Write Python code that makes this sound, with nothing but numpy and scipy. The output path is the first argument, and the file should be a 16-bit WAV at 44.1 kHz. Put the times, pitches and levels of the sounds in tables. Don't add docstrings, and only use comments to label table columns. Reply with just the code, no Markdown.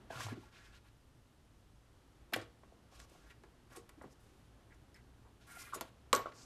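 import sys
import numpy as np
from scipy import signal
from scipy.fft import rfft, irfft
from scipy.io import wavfile
from scipy.ndimage import uniform_filter1d

SR = 44100
rng = np.random.default_rng(int(sys.argv[2]) if len(sys.argv) > 2 else 0)


def to_wav(sig):
    pcm = np.clip(np.atleast_2d(sig), -1, 1) * 32767
    pcm = np.round(pcm).astype(np.int16)
    wavfile.write(sys.argv[1], SR, pcm.T)


N = 284834

# start_s, fastest_s, end_s, bars_db, claw_low_db, claw_middle_db, claw_top_db, bars_pitch_hz
STROKES = [(0.095, 0.16, 0.25, -52, -59, -62.5, -65, 1210),
           (0.18, 0.235, 0.27, -56, -51.5, -53.5, -60, 1340),
           (0.247, 0.3, 0.33, -54, -61, -66, -67.5, 1210),
           (0.343, 0.428, 0.49, -69.5, -71.5, -77, -80.5, 1140),
           (0.513, 0.57, 0.65, -66.5, -66.5, -73, -81, 1680),
           (0.625, 0.666, 0.71, -66.5, -68.5, -73, -81, 1690),
           (0.716, 0.764, 0.78, -66, -64.5, -74, -80, 1700), (0.833, 0.89, 0.89, -73, -75, -83, -81, 1480),
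           (2.906, 2.96, 3, -68, -69.5, -70.5, -76, 1160),
           (2.983, 2.995, 3.05, -64.5, -67.5, -65.5, -71, 1140),
           (3.068, 3.12, 3.3, -71, -74.5, -75.5, -79, 990), (3.256, 3.27, 3.29, -72, -76, -80, -80, 1500),
           (3.289, 3.31, 3.322, -64.5, -67, -72, -74, 1890), (3.695, 3.733, 3.75, -61, -72, -70, -72, 1160),
           (3.745, 3.777, 3.774, -55, -62.5, -72, -61, 1100), (3.785, 3.79, 3.75, -63, -65, -69, -68, 1410),
           (4.07, 4.094, 3.97, -95, -95, -73, -79, 1060), (4.094, 4.13, 4.135, -95, -95, -71, -77, 1060),
           (4.191, 4.204, 4.48, -89, -83, -82, -81, 1090), (5.398, 5.42, 5.47, -72.5, -73, -76, -82, 1280),
           (5.462, 5.518, 5.68, -61, -68, -68, -64.5, 1500), (5.54, 5.556, 5.71, -64, -76, -75, -65, 1940),
           (5.571, 5.645, 5.63, -63, -62.5, -56.5, -56.5, 2100),
           (5.63, 5.668, 5.89, -71, -66, -80, -73.5, 1810), (6.33, 6.394, 6.64, -68, -73, -62, -76, 1230),
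           (6.403, 6.419, 6.2, -73, -72, -63, -70, 1270)]


def undb(db):
    return 10 ** (np.asarray(db) / 20)


def unit(x):
    return x / np.sqrt(np.mean(x ** 2))


def colour(x, points):
    hz, db = np.transpose(points)
    size = 4096
    curve_db = np.interp(np.log(np.fft.rfftfreq(size, 1 / SR) + 1), np.log(hz), db)
    cepstrum = irfft(curve_db * np.log(10) / 20)
    cepstrum[1:size // 2] *= 2
    cepstrum[size // 2 + 1:] = 0
    return signal.fftconvolve(x, irfft(np.exp(rfft(cepstrum))))[:len(x)]


def ring(x, hz, fade_s):
    decay = np.exp(-np.log(1000) / (fade_s * SR))
    angle = 2 * np.pi * hz / SR
    return signal.lfilter([0, np.sin(angle)], [1, -2 * decay * np.cos(angle), decay * decay], x)


def wobble(rate_hz):
    hold = int(SR / rate_hz)
    steps = np.repeat(rng.standard_normal(N // hold + 1), hold)
    return uniform_filter1d(uniform_filter1d(steps, hold), hold)[:N]


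def town():
    # pitch_hz, level_db
    town_tone = [(15, -26), (25, -2), (38, -12.5), (59, 4), (81, -8), (115, -5), (167, -17.5), (271, -17.5),
                 (529, -25), (1390, -29), (2430, -34), (2930, -32), (4620, -35.5), (12100, -40.5),
                 (15000, -59)]
    # time_s, level_db
    swell_points = [(0.0, -60.5), (0.3, -68.5), (1.06, -69.5), (1.75, -69.5), (2.15, -66.5), (2.3, -67),
                    (2.66, -67), (3.5, -67), (4.01, -66), (4.7, -66), (5.4, -67.5), (6.46, -63.5)]
    noise = undb(-65) * unit(colour(rng.standard_normal(N), town_tone))
    bass = signal.sosfiltfilt(signal.butter(2, 140, fs=SR, output="sos"), noise)
    middle = signal.sosfiltfilt(signal.butter(1, 2000, fs=SR, output="sos"), noise - bass)
    treble = noise - bass - middle
    time_s, level_db = np.transpose(swell_points)
    swell_db = np.interp(np.arange(N) / SR, time_s, level_db - level_db.mean())
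    return undb(2 * wobble(15)) * bass + undb(6.5 + swell_db) * middle + treble


def friction(flicker_db):
    return unit(rng.standard_normal(N) * undb(2 * rng.exponential(size=N) + flicker_db * wobble(120)))


def stroke_loudness(column, slow_drop_db):
    touch_s, lift_s = 0.014, 0.014
    out = np.zeros(N)
    for row in STROKES:
        start, fastest, end = row[:3]
        span = slice(int(start * SR), min(int((end + lift_s) * SR), N))
        t = np.arange(span.start, span.stop) / SR
        contact = np.clip(np.minimum((t - start) / touch_s, 1 + (end - t) / lift_s), 0, 1)
        slowness = np.interp(t, [start, fastest, end], [1, 0, 1])
        out[span] = np.hypot(out[span], contact * undb(row[column] - slow_drop_db * slowness))
    return out


def claws():
    # pitch_hz, level_db
    claw_tone = [(1350, -50), (2300, 6), (4270, 3), (6180, 2), (11700, -8), (13400, -9), (14400, -29),
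                 (15000, -53)]
    out = np.zeros(N)
    for column, band_hz in ((4, (1000, 4500)), (5, (4500, 8500)), (6, (8500, 16000))):
        rasp = colour(friction(flicker_db=1.8), claw_tone)
        rasp = signal.sosfilt(signal.butter(3, band_hz, "bandpass", fs=SR, output="sos"), rasp)
        out += stroke_loudness(column, slow_drop_db=7) * unit(rasp)
    return out


def rubbed_bars(notes):
    clicks = friction(flicker_db=2.2)
    fastest_s, pitch_hz = np.transpose(STROKES)[[1, 7]]
    touched_hz = np.interp(np.arange(N) / SR, fastest_s, pitch_hz)
    out = np.zeros(N)
    for hz, db, fade_s in notes:
        touch_db = np.maximum(-19 * np.abs(np.log2(hz / touched_hz)), -30)
        out += undb(db + touch_db) * unit(ring(clicks, hz, fade_s / 2))
    return stroke_loudness(column=3, slow_drop_db=4) * unit(out)


def knocks():
    # start_s, peak_db, pitch_hz, spread_octaves, rise_ms
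    blows = [(0.1035, -37.5, 720, 0.13, 2.6), (0.102, -51, 1637, .12, 5.6), (0.105, -50, 443, 0.13, 2.2),
             (0.122, -50, 1520, 0.12, 3.4), (0.128, -46, 740, 0.45, 1.9), (0.136, -52, 945, 0.085, 6.5),
             (0.149, -49.5, 1417, 0.11, 6.7), (0.156, -52, 112, 0.072, 14), (0.165, -49, 1376, 0.081, 6),
             (0.19, -46, 1112, 0.088, 8.7), (0.18, -48.5, 753, 0.16, 4.5), (0.2045, -35, 1140, 0.55, 1.9),
             (0.207, -46.5, 1880, 0.091, 4.6), (0.21, -47, 1100, 0.11, 3.1),
             (0.245, -44.5, 111.4, 0.076, 23), (0.266, -36.5, 900, 1.23, 0.92),
             (0.2851, -37, 1130, 0.4, 1.3), (0.301, -51, 1680, 0.051, 5.5), (0.318, -45.5, 333, 0.38, 2),
             (0.326, -40, 260, 0.2, 1.9), (0.367, -55, 400, 0.42, 2.8), (0.376, -46.5, 255, 0.32, 3),
             (0.432, -56, 870, 0.17, 3.9), (2.325, -46, 960, 0.54, 1.8), (2.329, -36.5, 580, 0.49, 2.9),
             (2.334, -24.5, 2246, 0.58, 3.2), (2.341, -27.5, 2400, 0.72, 1.8),
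             (2.338, -46.5, 233, 0.35, 3.9), (2.351, -52.5, 109, 0.087, 38),
             (2.363, -30.5, 610, 0.45, 1.46), (2.368, -46, 292.4, 0.24, 5.8), (2.375, -54, 1530, 0.6, 1.9),
             (2.385, -43, 464, 0.14, 1.6), (2.397, -56, 714, 0.43, 2.7), (2.42, -47.5, 456, 0.38, 2.9),
             (2.634, -51, 766, 0.99, 1.74), (2.721, -55, 590, 0.51, 2.5), (2.921, -57.5, 624, 0.69, 4.7),
             (3.115, -57.5, 460, 0.42, 5), (3.151, -54.5, 592, 0.88, 3.8), (3.303, -54.5, 2104, 0.41, 6),
             (3.437, -49, 787, 1.02, 2.6), (3.768, -58, 1118, 0.08, 6), (3.773, -49.5, 420, 0.44, 4.4),
             (3.891, -52, 1470, 0.81, 3.9), (3.971, -56, 270, 0.44, 13.4), (4.012, -45, 1390, 0.5, 1.8),
             (4.015, -45.5, 807, 0.41, 2.1), (4.035, -51, 1285, 0.48, 3.4), (4.0417, -45.5, 595, 0.52, 1.6),
             (4.048, -53, 322, 0.35, 2.5), (4.059, -55, 170, 0.5, 3.2), (4.704, -63, 1910, .2, 4.9),
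             (4.719, -54.5, 1930, 0.32, 4.5), (4.944, -58, 1957, 0.28, 15.6), (5.245, -61, 984, 0.64, 16),
             (5.725, -42.5, 1270, 0.2, 4), (5.734, -44, 1412, 0.075, 4), (5.734, -32, 1137, 0.083, 2.9),
             (5.748, -45, 860, 0.28, 1.2), (5.76, -43, 473, 0.27, 2), (5.77, -46.5, 346, 0.5, 1.2),
             (5.81, -36.5, 980, 0.38, 1.7), (5.813, -38, 520, 0.67, 1), (5.82, -46.5, 405, .5, 4.2),
             (5.827, -59, 744, 0.38, 3.2), (6.1311, -16, 1120, 0.09, 1.1), (6.1324, -25.5, 480, 0.29, 1.6),
             (6.133, -31, 2050, 0.68, 4.6), (6.14, -27, 1367, 0.092, 2.9), (6.134, -57, 107.6, 0.087, 28),
             (6.142, -37, 420, 0.27, 0.91), (6.151, -35, 500, 0.25, 2.8), (6.158, -41.5, 398, 0.057, 8.1),
             (6.15, -42, 1150, 0.25, 2.3), (6.163, -37, 1180, 0.49, 2), (6.169, -34.5, 1454, 0.19, 3.0),
             (6.178, -53, 1160, .4, 3.0), (6.192, -37, 1020, 0.81, 3.0), (6.202, -38.5, 1100, 0.26, 1.6),
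             (6.257, -35.5, 1314, 0.15, 2), (6.258, -36, 630, 0.34, 1.5), (6.262, -44, 1114, 0.066, 5.3),
             (6.269, -36, 740, 0.63, 1.1)]
    out, t = np.zeros(N + SR), np.arange(SR // 5) / SR
    steps = np.linspace(-1.6, 1.6, num=23)[:, None]
    chance = rng.random((len(blows), 2, len(steps), 1))
    for (start_s, db, hz, spread, rise_ms), (jitter, phase) in zip(blows, chance):
        offset = steps + 0.14 * (jitter - .5)
        tones_hz = hz * 2 ** (spread * offset)
        tones = np.exp(-offset ** 2 / 2) * np.sin(2 * np.pi * (tones_hz * t + phase))
        age = t / (rise_ms / 1000)
        blow = (age * np.exp(1 - age)) ** 1.04 * tones.sum(axis=0)
        start = int(start_s * SR)
        out[start:start + len(t)] += undb(db) * blow / np.abs(blow).max()
    return out[:N]


def loose_bars(blows):
    fade_s, band_hz = 0.28, (303, 2780)
    decay = np.exp(-2 * np.log(1000) / (fade_s * SR))
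    energy = signal.lfilter([np.sqrt(1 - decay)], [1, -decay], blows ** 2)
    clicks = rng.standard_normal(N) * undb(1.5 * rng.exponential(size=N) + 4 * wobble(150))
    clatter = signal.sosfilt(signal.butter(2, band_hz, "bandpass", fs=SR, output="sos"), clicks)
    return undb(-28.5) * np.sqrt(energy) * unit(clatter)


def frame():
    # pitch_hz, level_db, fade_s
    frame_notes = [(109.5, -7.5, 0.72), (271, 5, 0.49), (340.7, -5, 0.34), (400, 2.5, 0.23),
                   (436, -7, 0.12), (471.5, 9, 0.28), (530, 12.5, 0.11), (584, 8, 0.03), (660, 2.5, 0.12),
                   (763, 18, 0.042), (870, 7.5, 0.12), (968, 3.5, 0.056), (1030, -19, 0.087),
                   (1125, -3, 0.077), (1121, 12, 0.11), (1213, 3, 0.054), (1330, -20, 0.12),
                   (1405, 9.5, 0.11), (1428, 4, 0.1), (1543, 9, 0.084), (1665, 13.5, 0.05),
                   (1853, 10, 0.038), (2080, 12.5, 0.054), (2399, 10.5, 0.097)]
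    blows = knocks()
    rubbing = rubbed_bars(frame_notes)
    clatter = loose_bars(blows)
    shaking = blows + undb(5.5) * clatter
    ringing = sum(undb(db) * ring(shaking, hz, fade_s) for hz, db, fade_s in frame_notes)
    return blows + clatter + undb(-62.5) * ringing + rubbing


def yard_echo(x):
    rise_s, fade_s, cutoff_hz = 0.0011, 0.27, 3200
    t = np.arange(SR // 2) / SR
    shape = np.exp(-np.log(1000) * t / fade_s) * (1 - np.exp(-t / rise_s))
    tail = signal.lfilter(*signal.butter(1, cutoff_hz, fs=SR), shape * rng.standard_normal(len(t)))
    return undb(-15.5) * signal.fftconvolve(x, tail / np.sqrt(np.sum(tail ** 2)))[:N]


def rattle(start_s, level_db, looseness, fade_s):
    out, t = np.zeros(N + SR), np.arange(SR // 4) / SR
    for at, gain, chatter, fade in np.broadcast(start_s, undb(level_db), looseness, fade_s):
        burst = chatter * rng.standard_normal(len(t)) * np.exp(-np.log(1000) * t / fade)
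        burst[0] = 1
        out[int(at * SR):int(at * SR) + len(t)] += gain * burst
    return out[:N]


def ticks():
    # start_s, level_db, looseness (0-1), low_boost_db, top_boost_db
    contacts = [(0.126, -59, 0.2, 0, -1), (2.324, -54, 0.2, 10, 0), (2.336, -33, 0, 13, 6),
                (2.337, -46, 0.3, 18, -2), (2.3395, -48, 0.23, 11, -4), (2.34, -46, 0.4, 12, -6),
                (2.361, -34, 0.15, 8, 5), (2.362, -37, 0, 9, -4), (2.375, -49, 0.24, 2, -4),
                (2.39, -67, 0.67, 8, -4), (2.414, -63.5, 0.74, 10, -8), (3.001, -37.5, 0.09, 4.5, -9),
                (3.016, -47, 0.12, -10, -6), (3.097, -57, 0.22, -8, 3), (3.436, -52, 0.1, 7, -14),
                (3.762, -57, 0.92, -4, -3), (3.892, -50, 0.19, 5.5, 7.5), (4.02, -68.5, 0.68, -13, 2),
                (4.745, -56, 0.14, -7, -2), (4.943, -64, 0.36, 5, 5), (4.96, -68.5, 0.53, 10, 3),
                (5.732, -62, 0.5, 3, 2), (5.738, -47, 0.3, -6, -3), (5.743, -43, 0.4, -6, 8),
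                (5.748, -44, 0.45, -6, 3), (5.755, -52, 0.2, -6, 8), (5.81, -23, 0.08, 3, 5.5),
                (5.813, -47.5, 0.38, 8, -2), (6.1297, -7.5, 0.09, 3, -6.5), (6.133, -34, 0.42, -4, -4),
                (6.1506, -13, 0.08, -15, -8), (6.161, -27.5, 0.19, -1, -2), (6.166, -32, 0.08, -1, -1)]
    # pitch_hz, level_db
    tick_tone = [(1180, -2), (2000, -4.5), (2350, -9), (4380, -5.5), (4770, -6), (5880, -7), (8110, -3),
                 (9920, -8.5), (12100, -10), (13600, -16), (15000, -35)]
    start_s, level_db, looseness, low_db, top_db = np.transpose(contacts)
    out = np.zeros(N)
    for band_hz, boost_db in (((1500, 4800), low_db), ((4800, 9500), 0), ((9500, 15000), top_db)):
        cracks = rattle(start_s, level_db + boost_db, looseness, fade_s=0.0075 + 0.14 * looseness)
        band = signal.butter(2, band_hz, "bandpass", fs=SR)
        out += signal.lfilter(*band, colour(cracks, tick_tone))
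    return undb(13) * out


def bolt_pings():
    # pitch_hz, level_db, fade_s
    bolt_notes = [(4360, -6, .05), (5150, -3, .045), (5900, -3, .07), (6900, 0, .09), (8140, -5, .05),
                  (10550, 0, .08), (11900, -4, .17), (12900, 0, .065)]
    # start_s, level_db, pitch_hz (the pitch that spot rings best)
    hits = [(2.335, -39.5, 12900), (2.342, -49, 12900), (2.338, -59, 6900), (2.335, -45, 10550),
            (2.337, -38, 5100), (2.341, -46, 4360), (4.944, -57, 5150), (5.743, -50, 10550),
            (5.746, -52, 8140), (5.749, -51, 6900), (5.756, -56, 10550), (5.81, -56, 11300),
            (6.131, -42, 11900), (6.132, -49, 10550), (6.14, -44, 11900), (6.16, -52, 11900),
            (6.151, -39, 5900), (6.16, -42, 4360), (6.16, -53, 8000)]
    start_s, level_db, spot_hz = np.transpose(hits)
    out = np.zeros(N)
    for hz, note_db, fade_s in bolt_notes:
        reach_db = -110 * np.abs(np.log2(hz / spot_hz))
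        flutter_db = 2.5 * wobble(200)
        taps = rattle(start_s, level_db + reach_db, looseness=0.03, fade_s=0.013)
        out += undb(note_db + flutter_db) * ring(taps, hz, fade_s)
    return out


def handle_squeaks():
    # start_s, length_ms, pitch_hz, level_db
    squeaks = [(5.484, 14, 1380, -58.5), (5.498, 26, 2200, -61), (5.506, 24, 1416, -56),
               (5.533, 17, 1420, -59), (5.545, 22, 2210, -65), (5.556, 27, 1398, -55),
               (5.568, 13, 727, -54.5), (5.585, 17, 2050, -60), (5.59, 16, 1420, -57),
               (5.608, 10, 2850, -62), (5.612, 19, 1095, -56.5), (5.632, 14, 1350, -60),
               (5.636, 12, 2140, -61), (5.648, 24, 2430, -58), (5.656, 22, 2010, -60),
               (5.67, 16, 1190, -59.5), (5.68, 28, 1380, -61), (5.688, 27, 2014, -64)]
    waver = 1 + 0.023 * wobble(400)
    flicker = undb(3.5 * wobble(300))
    out = np.zeros(N)
    for start_s, length_ms, hz, db in squeaks:
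        span = slice(int(start_s * SR), int((start_s + length_ms / 1000) * SR))
        tone = np.sin(2 * np.pi * hz * np.cumsum(waver[span]) / SR)
        out[span] += undb(db) * np.sqrt(np.hanning(len(tone))) * flicker[span] * tone
    return out


def scene():
    gate = frame() + ticks() + bolt_pings() + claws() + handle_squeaks()
    return (gate + yard_echo(gate) + town())[None]


def record(dry):
    cutoff_hz = 15100
    return signal.sosfilt(signal.ellip(8, .2, 70, cutoff_hz, fs=SR, output="sos"), dry)


dry = scene()
out = record(dry)
to_wav(out)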